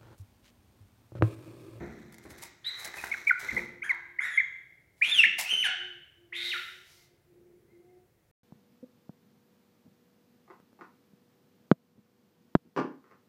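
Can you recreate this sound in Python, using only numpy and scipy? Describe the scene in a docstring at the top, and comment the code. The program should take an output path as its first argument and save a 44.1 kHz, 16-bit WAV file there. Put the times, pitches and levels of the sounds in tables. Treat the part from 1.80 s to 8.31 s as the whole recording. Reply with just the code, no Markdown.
"""In a bare, echoing room, a young chicken is held down by hand.
Its voice box makes gliding whistles: long squawks that break into hoarse half-pitch tones, short chirps
and tired whimpers. Feathers and sleeves rustle, claws tick, and the struggle thuds on the floor and
sets the room ringing. A faint far hum comes and goes."""
import sys
import numpy as np
from scipy import signal
from scipy.fft import rfft, irfft, next_fast_len
from scipy.io import wavfile

SR = 44100
rng = np.random.default_rng(int(sys.argv[2]) if len(sys.argv) > 2 else 0)


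def waveform_to_disk(signal):
    """Save audio, clipped to [-1, 1], as 16-bit WAV at the path in sys.argv[1]."""
    frames = np.transpose(np.atleast_2d(signal))
    scaled = np.clip(frames, -1, 1) * 32767
    samples = np.round(scaled).astype(np.int16)
    wavfile.write(sys.argv[1], SR, samples)


N = 287223
TIME = np.arange(N) / SR


def from_db(db):
    """Turn decibels into a gain."""
    return 10 ** (np.asarray(db) / 20)


def rms_one(x):
    """Scale a sound to an average strength (rms) of 1."""
    return x / np.sqrt(np.mean(x ** 2) + 1e-20)


def ease(x):
    """A smooth step from 0 to 1."""
    return np.sin(np.pi / 2 * np.clip(x, 0, 1)) ** 2


def at_hz(points, hz):
    """Read a table at any frequency, with octaves evenly spaced."""
    known_hz, value = np.transpose(points)
    return np.interp(np.log(np.maximum(hz, 1)), np.log(known_hz), value)


def colour(x, spectrum):
    """Make each frequency of a sound louder or softer, as a table says."""
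    gain = from_db(at_hz(spectrum, np.fft.rfftfreq(2 * len(x), 1 / SR)))
    return irfft(rfft(x, 2 * len(x)) * gain)[:len(x)]


def noise(spectrum):
    """Noise with the given tone colour, at strength 1."""
    return rms_one(colour(rng.standard_normal(next_fast_len(N, True)), spectrum)[:N])


def in_time(rows, t=TIME):
    """Read the columns of a curve at times t."""
    times, *columns = np.transpose(rows)
    return [np.interp(t, np.maximum.accumulate(times), column) for column in columns]


def during(rows, fade_s):
    """1 while a curve lasts, with short fades at both ends."""
    return np.clip(np.minimum(TIME - rows[0][0], rows[-1][0] - TIME) / fade_s, 0, 1)


def drift(rate_hz, count=N):
    """A smooth random wander, about 1 in size."""
    white = rng.standard_normal(max(count, SR) + SR // 4)
    smooth = signal.sosfilt(signal.butter(2, rate_hz, fs=SR, output="sos"), white)
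    return rms_one(smooth[SR // 4:])[:count]


def still_air():
    """The room's steady, low background noise."""
    # tone colour of the air: (frequency [Hz], level [dB])
    spectrum = [(15, -23.5), (25, -12.5), (64, 0), (130, 4.5), (242, -10), (326, -5.5), (624, -11),
                (695, -12), (988, -18), (1520, -18), (1940, -17.5), (2910, -24), (8590, -28), (14800, -26),
                (16000, -27.5)]
    return noise(spectrum)


def far_hum(level_db, waver, fade_s):
    """A far tone that swells and fades, wavering a little in pitch."""
    # swells of the hum: (start [s], length [s], pitch [Hz], level [dB], octave above vs. the hum [dB])
    swells = [(1.79, 0.67, 347, -66, -16.5), (3.99, 0.12, 362, -54.5, -20), (4.12, 0.084, 353, -58, -18),
              (4.382, 0.12, 346, -60.5, -24), (4.514, 0.21, 349, -53.5, -23), (4.726, 0.08, 362, -53, -34),
              (4.894, 0.14, 366, -64.5, -20), (5.122, 0.25, 352, -70.5, -12), (5.49, 0.32, 352, -59.5, -25),
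              (5.92, .12, 346, -56, -29), (6.03, 0.21, 361, -57.5, -12.5)]
    out = 0
    wavering_time = np.cumsum(1 + waver * drift(27)) / SR
    for start, length, hz, db, octave_db in swells:
        swell = ease(.5 + np.minimum(TIME - start, start + length - TIME) / fade_s)
        phase = 2 * np.pi * hz * wavering_time
        out += from_db(level_db + db) * swell * (np.sin(phase) + from_db(octave_db) * np.sin(2 * phase))
    return np.sqrt(2) * out


def room_echo(first_wall_s, build_s, early_db, early_s):
    """The room's answer to a click: dense echoes start after the first wall, then die away."""
    # how long the room rings: (frequency [Hz], time to fall 60 dB [s])
    ring_times = [(100, 1), (300, 0.74), (800, 0.63), (2100, 0.8), (3200, 0.79), (5500, 0.6), (10000, 0.11),
                  (15000, 0.24)]
    t, hz = TIME[:SR], np.fft.rfftfreq(SR, 1 / SR)
    white = rfft(rng.standard_normal(SR))
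    centres, falls = np.transpose(ring_times)
    tail = 0
    for share, ring_s in zip(np.eye(len(centres)), falls):
        band = irfft(white * np.interp(hz, centres, share), SR)
        tail += band * from_db(-60 * t / ring_s)
    swell = np.clip((t - first_wall_s) / build_s, 0, 1) * (1 + from_db(early_db) * np.exp(-t / early_s))
    midrange = swell * from_db(-60 * t / at_hz(ring_times, 1500))
    return tail * swell / np.sqrt(np.sum(midrange ** 2))


def room_boom(blows):
    """Waves trapped between the walls ring on after each blow."""
    # the room's low notes: (pitch [Hz], level [dB], time to fall 60 dB [s])
    notes = [(133, -60, 0.76), (234, -48, 0.53), (302, -57, 1.2), (352.2, -43.5, 0.81)]
    t = TIME[:SR]
    ring = sum(from_db(db - 60 * t / ring_s) * np.sin(2 * np.pi * hz * t) for hz, db, ring_s in notes)
    return from_db(-9) * signal.fftconvolve(blows, ring)[:N]


def hands(level_db):
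    """Hands shuffle with a faint, low noise."""
    # strength of the shuffling: (time [s], level [dB])
    shuffle = [(5.3, -63), (5.47, -90), (5.53, -64.5), (5.7, -67), (6.18, -70.5), (6.31, -80), (6.5, -86.5)]
    # its tone colour: (frequency [Hz], level [dB])
    spectrum = [(59, -45.5), (100, -17.5), (234, -7.5), (295, -15), (353, 4.5), (415, -6), (531, -11.5),
                (615, -28), (1420, -52), (2210, -31), (5000, -63), (6500, -71), (11000, -120)]
    return from_db(in_time(shuffle)[0] + level_db) * during(shuffle, fade_s=0.046) * noise(spectrum)


def sleeve():
    """Sliding cloth gives a soft hiss."""
    # strength of the slide: (time [s], level [dB])
    slide = [(4.6, -51), (4.8, -56), (5.03, -69), (5.12, -62.5), (5.25, -68.5), (5.38, -100)]
    # tone colour of cloth: (frequency [Hz], level [dB])
    spectrum = [(2650, 0.5), (4500, 8), (5710, 9), (6350, 6), (8030, 1.5), (13500, 0.5), (16000, -6)]
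    return from_db(in_time(slide)[0]) * during(slide, fade_s=.05) * noise(spectrum)


def feathers_and_claws(rub_db, swish_db, grain_db, tick_db, tick_decay_s):
    """Feathers catch and slip in tiny grains as they rub and swish; claws and quills tick sharply."""
    # feathers rubbing under the hands: (time [s], level [dB])
    rubbing = [(0.0, -60.5), (.42, -68), (.61, -56.5), (.8, -75), (.92, -52.5), (1.04, -52), (1.12, -56),
               (1.2, -51), (1.42, -52.5), (1.56, -66), (1.62, -46), (1.79, -47.5), (1.95, -77)]
    # quick feather swishes: (time of peak [s], level [dB], decay [s])
    swishes = [(0.34, -52.5, 0.0093), (0.439, -55, 0.02), (.505, -48.5, 0.018), (0.583, -46.5, 0.0074),
               (.628, -40, .022), (1.0, -46, 0.047), (1.053, -35, 0.0094), (1.172, -45.5, 0.047),
               (1.245, -49, 0.088), (1.48, -46.5, .018), (1.603, -42.5, 0.021), (1.65, -53.5, 0.0087),
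               (1.765, -50.5, .05), (3.2, -66, 0.099), (3.594, -23.5, .014), (3.62, -39.5, 0.03)]
    # ticks of claws and quills: (time [s], level [dB])
    ticks = [(0.324, -44), (0.383, -41.5), (0.624, -38), (1.047, -28.5), (1.076, -35.5), (1.141, -45),
             (1.243, -34.5), (1.597, -39.5), (2.146, -50)]
    # tone colour of rubbing: (frequency [Hz], level [dB])
    rub_colour = [(240, -18), (400, -9), (570, -15), (777, -15), (1130, -6.5), (2090, 1.5), (2840, -21.5),
                  (3990, -7.5), (4800, -22), (5870, -12), (10700, -29.5), (12700, -21.5), (16000, -36)]
    # tone colour of swishes and ticks: (frequency [Hz], level [dB])
    flick_colour = [(290, -41), (500, -21), (761, -0.5), (1670, -20), (2070, 6.5), (2690, -11.5),
                    (3750, -6.5), (11100, -8), (12100, -9), (15100, -18.5), (16000, -8.5)]
    grains = rms_one(from_db(grain_db * drift(230)))
    rub = from_db(rub_db + in_time(rubbing)[0]) * during(rubbing, fade_s=0.0023) * noise(rub_colour)
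    strokes = cracks = 0
    for peak, db, decay in swishes:
        rise = .35 * decay
        from_peak = np.maximum((peak - TIME) / rise, (TIME - peak) / decay)
        strokes += from_db(swish_db + db) * np.exp(-from_peak.clip(0, 50))
    for start, db in ticks:
        age = TIME - start
        cracks += from_db(tick_db + db) * (age >= 0) * np.exp(-np.clip(age / tick_decay_s, 0, 50))
    return grains * (rub + strokes * noise(flick_colour)) + cracks * noise(flick_colour)


def thuds(lowest_hz, rise_s):
    """Blows of body and hands: short low bursts of noise, each with its own brightness and decay."""
    # blows on floor and bird: (time [s], level [dB], decay [s], brightness [Hz])
    blows = [(.005, -37, 0.074, 380), (0.03, -53, 0.018, 342), (.01, -69, 0.094, 1680),
             (.199, -52.5, 0.22, 340), (0.452, -45.5, .024, 513), (0.505, -49, 0.056, 437),
             (1.052, -47.5, 0.031, 1305), (1.14, -38, 0.004, 1300), (1.168, -44, 0.017, 1198),
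             (1.075, -53, .015, 1300), (1.239, -28, 0.0027, 1400), (1.259, -61, 0.24, 500),
             (1.628, -50.5, 0.1, 720), (1.726, -35.5, 0.021, 296), (1.746, -38, 0.018, 352),
             (1.772, -28.5, 0.0054, 540), (3.274, -51.5, .04, 1103), (3.348, -54, 0.059, 217),
             (3.461, -52, 0.028, 394), (3.59, -47.5, 0.014, 1200), (3.726, -43.5, 0.014, 600)]
    # tone colour of a blow: (frequency [Hz], level [dB])
    spectrum = [(30, -6), (65, 9), (110, -3), (200, -5), (300, -1.5), (450, -2.5), (580, -2), (800, 2.5),
                (1100, 0.5), (2000, 16), (4000, -14)]
    out, t = np.zeros(N), TIME[:SR // 2]
    for start, db, decay, bright_hz in blows:
        band = signal.butter(2, [lowest_hz, bright_hz], "band", fs=SR, output="sos")
        burst = rms_one(signal.sosfilt(band, rng.standard_normal(len(t))))
        at = int(start * SR)
        out[at:at + len(t)] += from_db(db) * burst * np.exp(-t / decay) * (1 - np.exp(-t / rise_s))
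    return colour(out, spectrum)


def strain(pitch, phase, flutter, hoarse, doubling, overtone_db):
    """The harsh top of a strained voice: overtones and raspy air, coloured by throat and beak."""
    # the voice's overtones, from twice the pitch upward: (level [dB])
    overtones = [-0.5, -4.5, -10.5, -13.5, -8.5, -14.5]
    # tone colour of throat and beak: (frequency [Hz], level [dB])
    throat = [(200, -29.5), (700, 0.5), (1500, -3.5), (2200, 12.5), (3100, 10), (4000, 4.5), (4700, -8),
              (6000, 0), (8000, -2.5), (9800, 4.5), (12200, -1.5), (15500, -18)]
    count = len(pitch)
    rasp = from_db(-2) * rms_one(colour(rng.standard_normal(SR), throat))[:count]
    out = rasp * (.1 + hoarse) * (1 + 0.22 * np.cos(phase))  # air escapes once a cycle
    slope_db = .35 * min(overtone_db + 22, 0)  # a relaxed voice loses its highest overtones first
    # hoarseness blurs the overtones' pitch and weakens them
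    scatter = 2 * np.pi * np.cumsum(pitch * 0.087 * (0.17 + hoarse) * drift(250, count)) / SR
    strength = np.exp(-0.2 * hoarse) * flutter
    for k, db in enumerate(overtones, 2):
        # alternating cycles add a tone half-way below each overtone
        for multiple, share in ((k, 1), (k - .5, from_db(-2) * doubling)):
            hz = multiple * pitch
            gain = share * from_db(db + (k - 1) * slope_db + at_hz(throat, hz)) * (hz < SR / 2)
            out += gain * strength * np.sin(multiple * (phase + scatter))
    build_s, clear_share = .028, 0.17  # strain takes time to build; a clear whistle has little
    onset = 1 - np.exp(-(TIME[:count] / build_s) ** 2)
    fullness = clear_share + (1 - clear_share) * np.tanh(hoarse / 0.24)
    return from_db(overtone_db) * out * onset * fullness


def beak_gain(hz, opening):
    """The beak favours some pitches, and which ones depends on how far it is open."""
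    # tone colour with the beak nearly shut: (frequency [Hz], level [dB])
    shut = [(700, -20), (1000, 3), (1250, -8.5), (1450, 5.5), (1750, -11.5), (2080, 3.5), (2280, -5),
            (2450, -13.5), (2800, -27), (3500, -16.5), (3900, -14), (4500, -23.5)]
    # tone colour with the beak wide open: (frequency [Hz], level [dB])
    wide = [(700, -5.5), (1050, -17.5), (1450, -10), (1750, -2.5), (2200, -1.5), (2850, 0), (3500, -4.5),
            (4000, -1), (4600, -14)]
    return from_db((1 - opening) * at_hz(shut, hz) + opening * at_hz(wide, hz))


def voice_box(start, pitch, effort_db, hoarse, beak, under_db, overtone_db, direct_db):
    """A vibrating membrane makes one call. Returns the sound sent into the room and the direct sound."""
    # the mouth's ring, stirred by rough air: (frequency [Hz], level [dB])
    growl_colour = [(200, -100), (900, -42), (1350, -18.5), (1550, -7), (1800, -10), (2100, 3), (2350, -7),
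                    (2700, -21.5), (4500, -45.5), (12000, -80.5)]
    count = len(pitch)
    t, hoarse, beak = TIME[:count], np.clip(hoarse, 0, 1), np.clip(beak, 0, 1)
    # a hoarse membrane beats unevenly in both timing and strength
    wobble = 1 + 0.011 * (.33 + 2 * hoarse) * drift(180, count) + .05 * hoarse * drift(900, count)
    shimmer = .85 * hoarse
    flutter = (1 + shimmer * drift(390, count)) / np.sqrt(1 + shimmer ** 2)
    phase = 2 * np.pi * np.cumsum(pitch * wobble) / SR
    whistle = beak_gain(pitch, beak) * flutter * np.sin(phase)
    doubling = np.minimum(2 * hoarse, 1)  # how much strong and weak cycles alternate
    harsh_top = strain(pitch, phase, flutter, hoarse, doubling, overtone_db)
    # the undertone strays around half the pitch
    stray = np.pi * np.cumsum(pitch * .13 * hoarse * drift(300, count)) / SR
    under_gain = from_db(under_db) * doubling * beak_gain(pitch / 2, beak)
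    undertone = under_gain * flutter * np.sin(phase / 2 + stray)
    growl = from_db(-10.5) * hoarse * rms_one(colour(rng.standard_normal(SR), growl_colour))[:count]
    into_room = whistle + undertone + growl + harsh_top
    # hoarse stretches are mixed more echoey, clear whistles drier and closer
    whistle_db = direct_db - 8.5 * np.tanh(hoarse / 0.26)
    direct = from_db(whistle_db) * whistle + from_db(-6.5) * undertone
    direct += from_db(whistle_db / 2) * harsh_top
    fade = np.clip(np.minimum(t, t[-1] - t) / .004, 0, 1)
    out, at = np.zeros((2, N)), int(start * SR)
    out[:, at:at + count] = np.sqrt(2) * from_db(effort_db) * fade * np.array([into_room, direct])
    return out


def whimpers(base_hz, arch_hz, **voice):
    """The tired bird's soft notes: pitch and effort rise and fall together."""
    # faint notes: (start [s], length [s], peak effort [dB])
    notes = [(5.14, .12, -77), (5.88, .1, -79.5), (6.06, .1, -85.5)]
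    out = 0
    for start, length, db in notes:
        arch = np.sin(np.pi * np.arange(0, length, 1 / SR) / length)
        out += voice_box(start, base_hz + arch_hz * arch, db + 8 * (arch - 1), beak=0, **voice)
    return out


def chirps(ebb_db_per_s, **voice):
    """Short clear cries, beak nearly shut: the pitch dives to a dip, swings up and falls away."""
    # chirps: (time of dip [s], dip [Hz], rise [s], crest [Hz], fall [s], end [Hz], effort [dB])
    cries = [(1.189, 2480, 0.0077, 2570, 0.0054, 2430, -35.5), (1.323, 2160, 0.012, 2603, 0.012, 1550, -36),
             (1.478, 2243, .010, 2453, 0.027, 1445, -26), (1.695, 2037, 0.0099, 2770, 0.019, 1775, -40),
             (1.774, 1989, 0.014, 2479, 0.01, 1830, -36.5), (2.583, 2085, 0.01, 2340, 0.021, 1760, -29.5)]
    dive_s, dive_octave_s, linger_s = 0.0098, 0.03, .003
    out = 0
    for dip_s, dip_hz, rise, crest_hz, fall, end_hz, db in cries:
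        t = np.arange(-dive_s, rise + fall + linger_s, 1 / SR)
        pitch = dip_hz * (1 + (np.minimum(t, 0) / dive_octave_s) ** 2)
        pitch += (crest_hz - dip_hz) * ease(t / rise) + (end_hz - crest_hz) * ease((t - rise) / fall)
        effort_db = db - ebb_db_per_s * np.maximum(t, 0)
        out += voice_box(dip_s - dive_s, pitch, effort_db, beak=0, **voice)
    return out


def squawks():
    """Long cries climb from a clear whistle into a hoarse top and drop back."""
    # squawks: (beak opening [0-1], undertone [dB], overtones [dB], direct sound [dB], curve)
    # points of a curve: (time [s], pitch [Hz], effort [dB], hoarseness [0-1])
    cries = [ (0.801, -8.5, -23, 6.9, [(.838, 3405, -49.5, 0.62), (.85, 3573, -30, .6),
             (.86, 3834, -39.5, 0.5), (.867, 3860, -28, 0.13), (.895, 4046, -33, 0.2),
             (.905, 3900, -50, 0.1)]), (0, 15.5, -16, 12.2, [(2.017, 1876, -59, 0), (2.032, 2357, -35.5, 0),
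             (2.037, 3083, -41, 0.12), (2.05, 3319, -41.5, 0.45), (2.088, 3150, -49.5, 0.09),
             (2.095, 2267, -32.5, 0.02), (2.108, 2110, -36, 0.02), (2.117, 1910, -32.5, 0.01),
             (2.122, 1650, -45, .25)]), (0, 10.5, -19.5, 2.3, [(2.385, 1673, -29, 0.01),
             (2.395, 2176, -25, 0), (2.402, 2452, -37, 0), (2.41, 3310, -33.5, 0.26),
             (2.45, 3838, -35, 0.44), (2.5, 3533, -43, 0.34), (2.545, 3395, -31, 0.04),
             (2.573, 3265, -32, 0.18)]), (1.002, -6.5, -19, 10, [(3.211, 1564, -48, 0),
             (3.219, 2010, -29.5, 0.08), (3.224, 2351, -22, 0.1), (3.236, 2484, -27.5, 0.15),
             (3.255, 3138, -33, 0.71), (3.295, 3372, -32.5, 0.71), (3.325, 3620, -28.5, 0.02),
             (3.375, 3040, -28.5, 0.36), (3.394, 2782, -18.5, 0.12), (3.417, 2560, -26.5, 0.15),
             (3.43, 2802, -33.5, .15), (3.437, 2306, -20.5, 0), (3.442, 1654, -24.5, 0.08),
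             (3.462, 2390, -26, 0.03)]), (1, -6.5, -15.5, 1.8, [(3.645, 2444, -37.5, 0.67),
             (3.695, 2863, -30.5, 0.25), (3.718, 3160, -24, 0.05), (3.733, 3080, -32, 0.19),
             (3.739, 3000, -18.5, 0.08), (3.752, 3060, -36, 0.17), (3.826, 3010, -22.5, 0.04),
             (3.834, 2228, -34, 0), (3.846, 1727, -24, 0.24), (3.865, 1519, -20, 0.18),
             (3.876, 1380, -20.5, 0.26)]), (1.001, -27, -23.5, 3.6, [(4.523, 1696, -35, 0.03),
             (4.531, 2100, -31.5, 0.65), (4.538, 2766, -41.5, 0.75), (4.556, 3542, -32.5, 0.58),
             (4.61, 3770, -35.5, 1.11), (4.668, 3826, -34, 0.66), (4.695, 3687, -32, 0.68),
             (4.718, 2850, -37, 0), (4.743, 1467, -25.5, 0.23), (4.77, 1282, -30.5, 0)]), ]
    out = 0
    for beak, under_db, overtone_db, direct_db, curve in cries:
        start, end = curve[0][0], curve[-1][0]
        pitch, effort_db, hoarse = in_time(curve, TIME[int(start * SR):int(end * SR)])
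        out += voice_box(start, pitch, effort_db, hoarse, beak, under_db, overtone_db, direct_db)
    return out


def scene():
    """Bird and struggle echo in the same room, over the hum and still air."""
    room = room_echo(first_wall_s=0.0033, build_s=0.0053, early_db=-8, early_s=0.3)
    rustle = feathers_and_claws(rub_db=0.5, swish_db=-1.5, grain_db=3, tick_db=-4.5, tick_decay_s=0.0031)
    rustle += sleeve()
    blows = thuds(lowest_hz=110, rise_s=0.00034)
    background = hands(level_db=2.5) + far_hum(level_db=-2, waver=0.0097, fade_s=0.12)
    background += from_db(-69) * still_air()
    calls = squawks()
    calls += chirps(ebb_db_per_s=108, hoarse=0.02, under_db=-2.5, overtone_db=-26, direct_db=11)
    calls += whimpers(base_hz=1930, arch_hz=207.1, hoarse=0.21,
                      under_db=-11.5, overtone_db=-13.5, direct_db=9.5)
    voice_into_room, direct_voice = calls
    into_room = voice_into_room + from_db(-5) * rustle + from_db(-2.5) * blows
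    echoes = signal.fftconvolve(into_room, room)[:N] + room_boom(blows)
    return (background + echoes + from_db(0.5) * rustle + blows + direct_voice)[None]


def record(dry):
    """Cut off the highest treble steeply."""
    cutoff_hz = 15850
    return signal.sosfilt(signal.ellip(12, .1, 80, cutoff_hz, fs=SR, output="sos"), dry)


dry = scene()
out = record(dry)
waveform_to_disk(out)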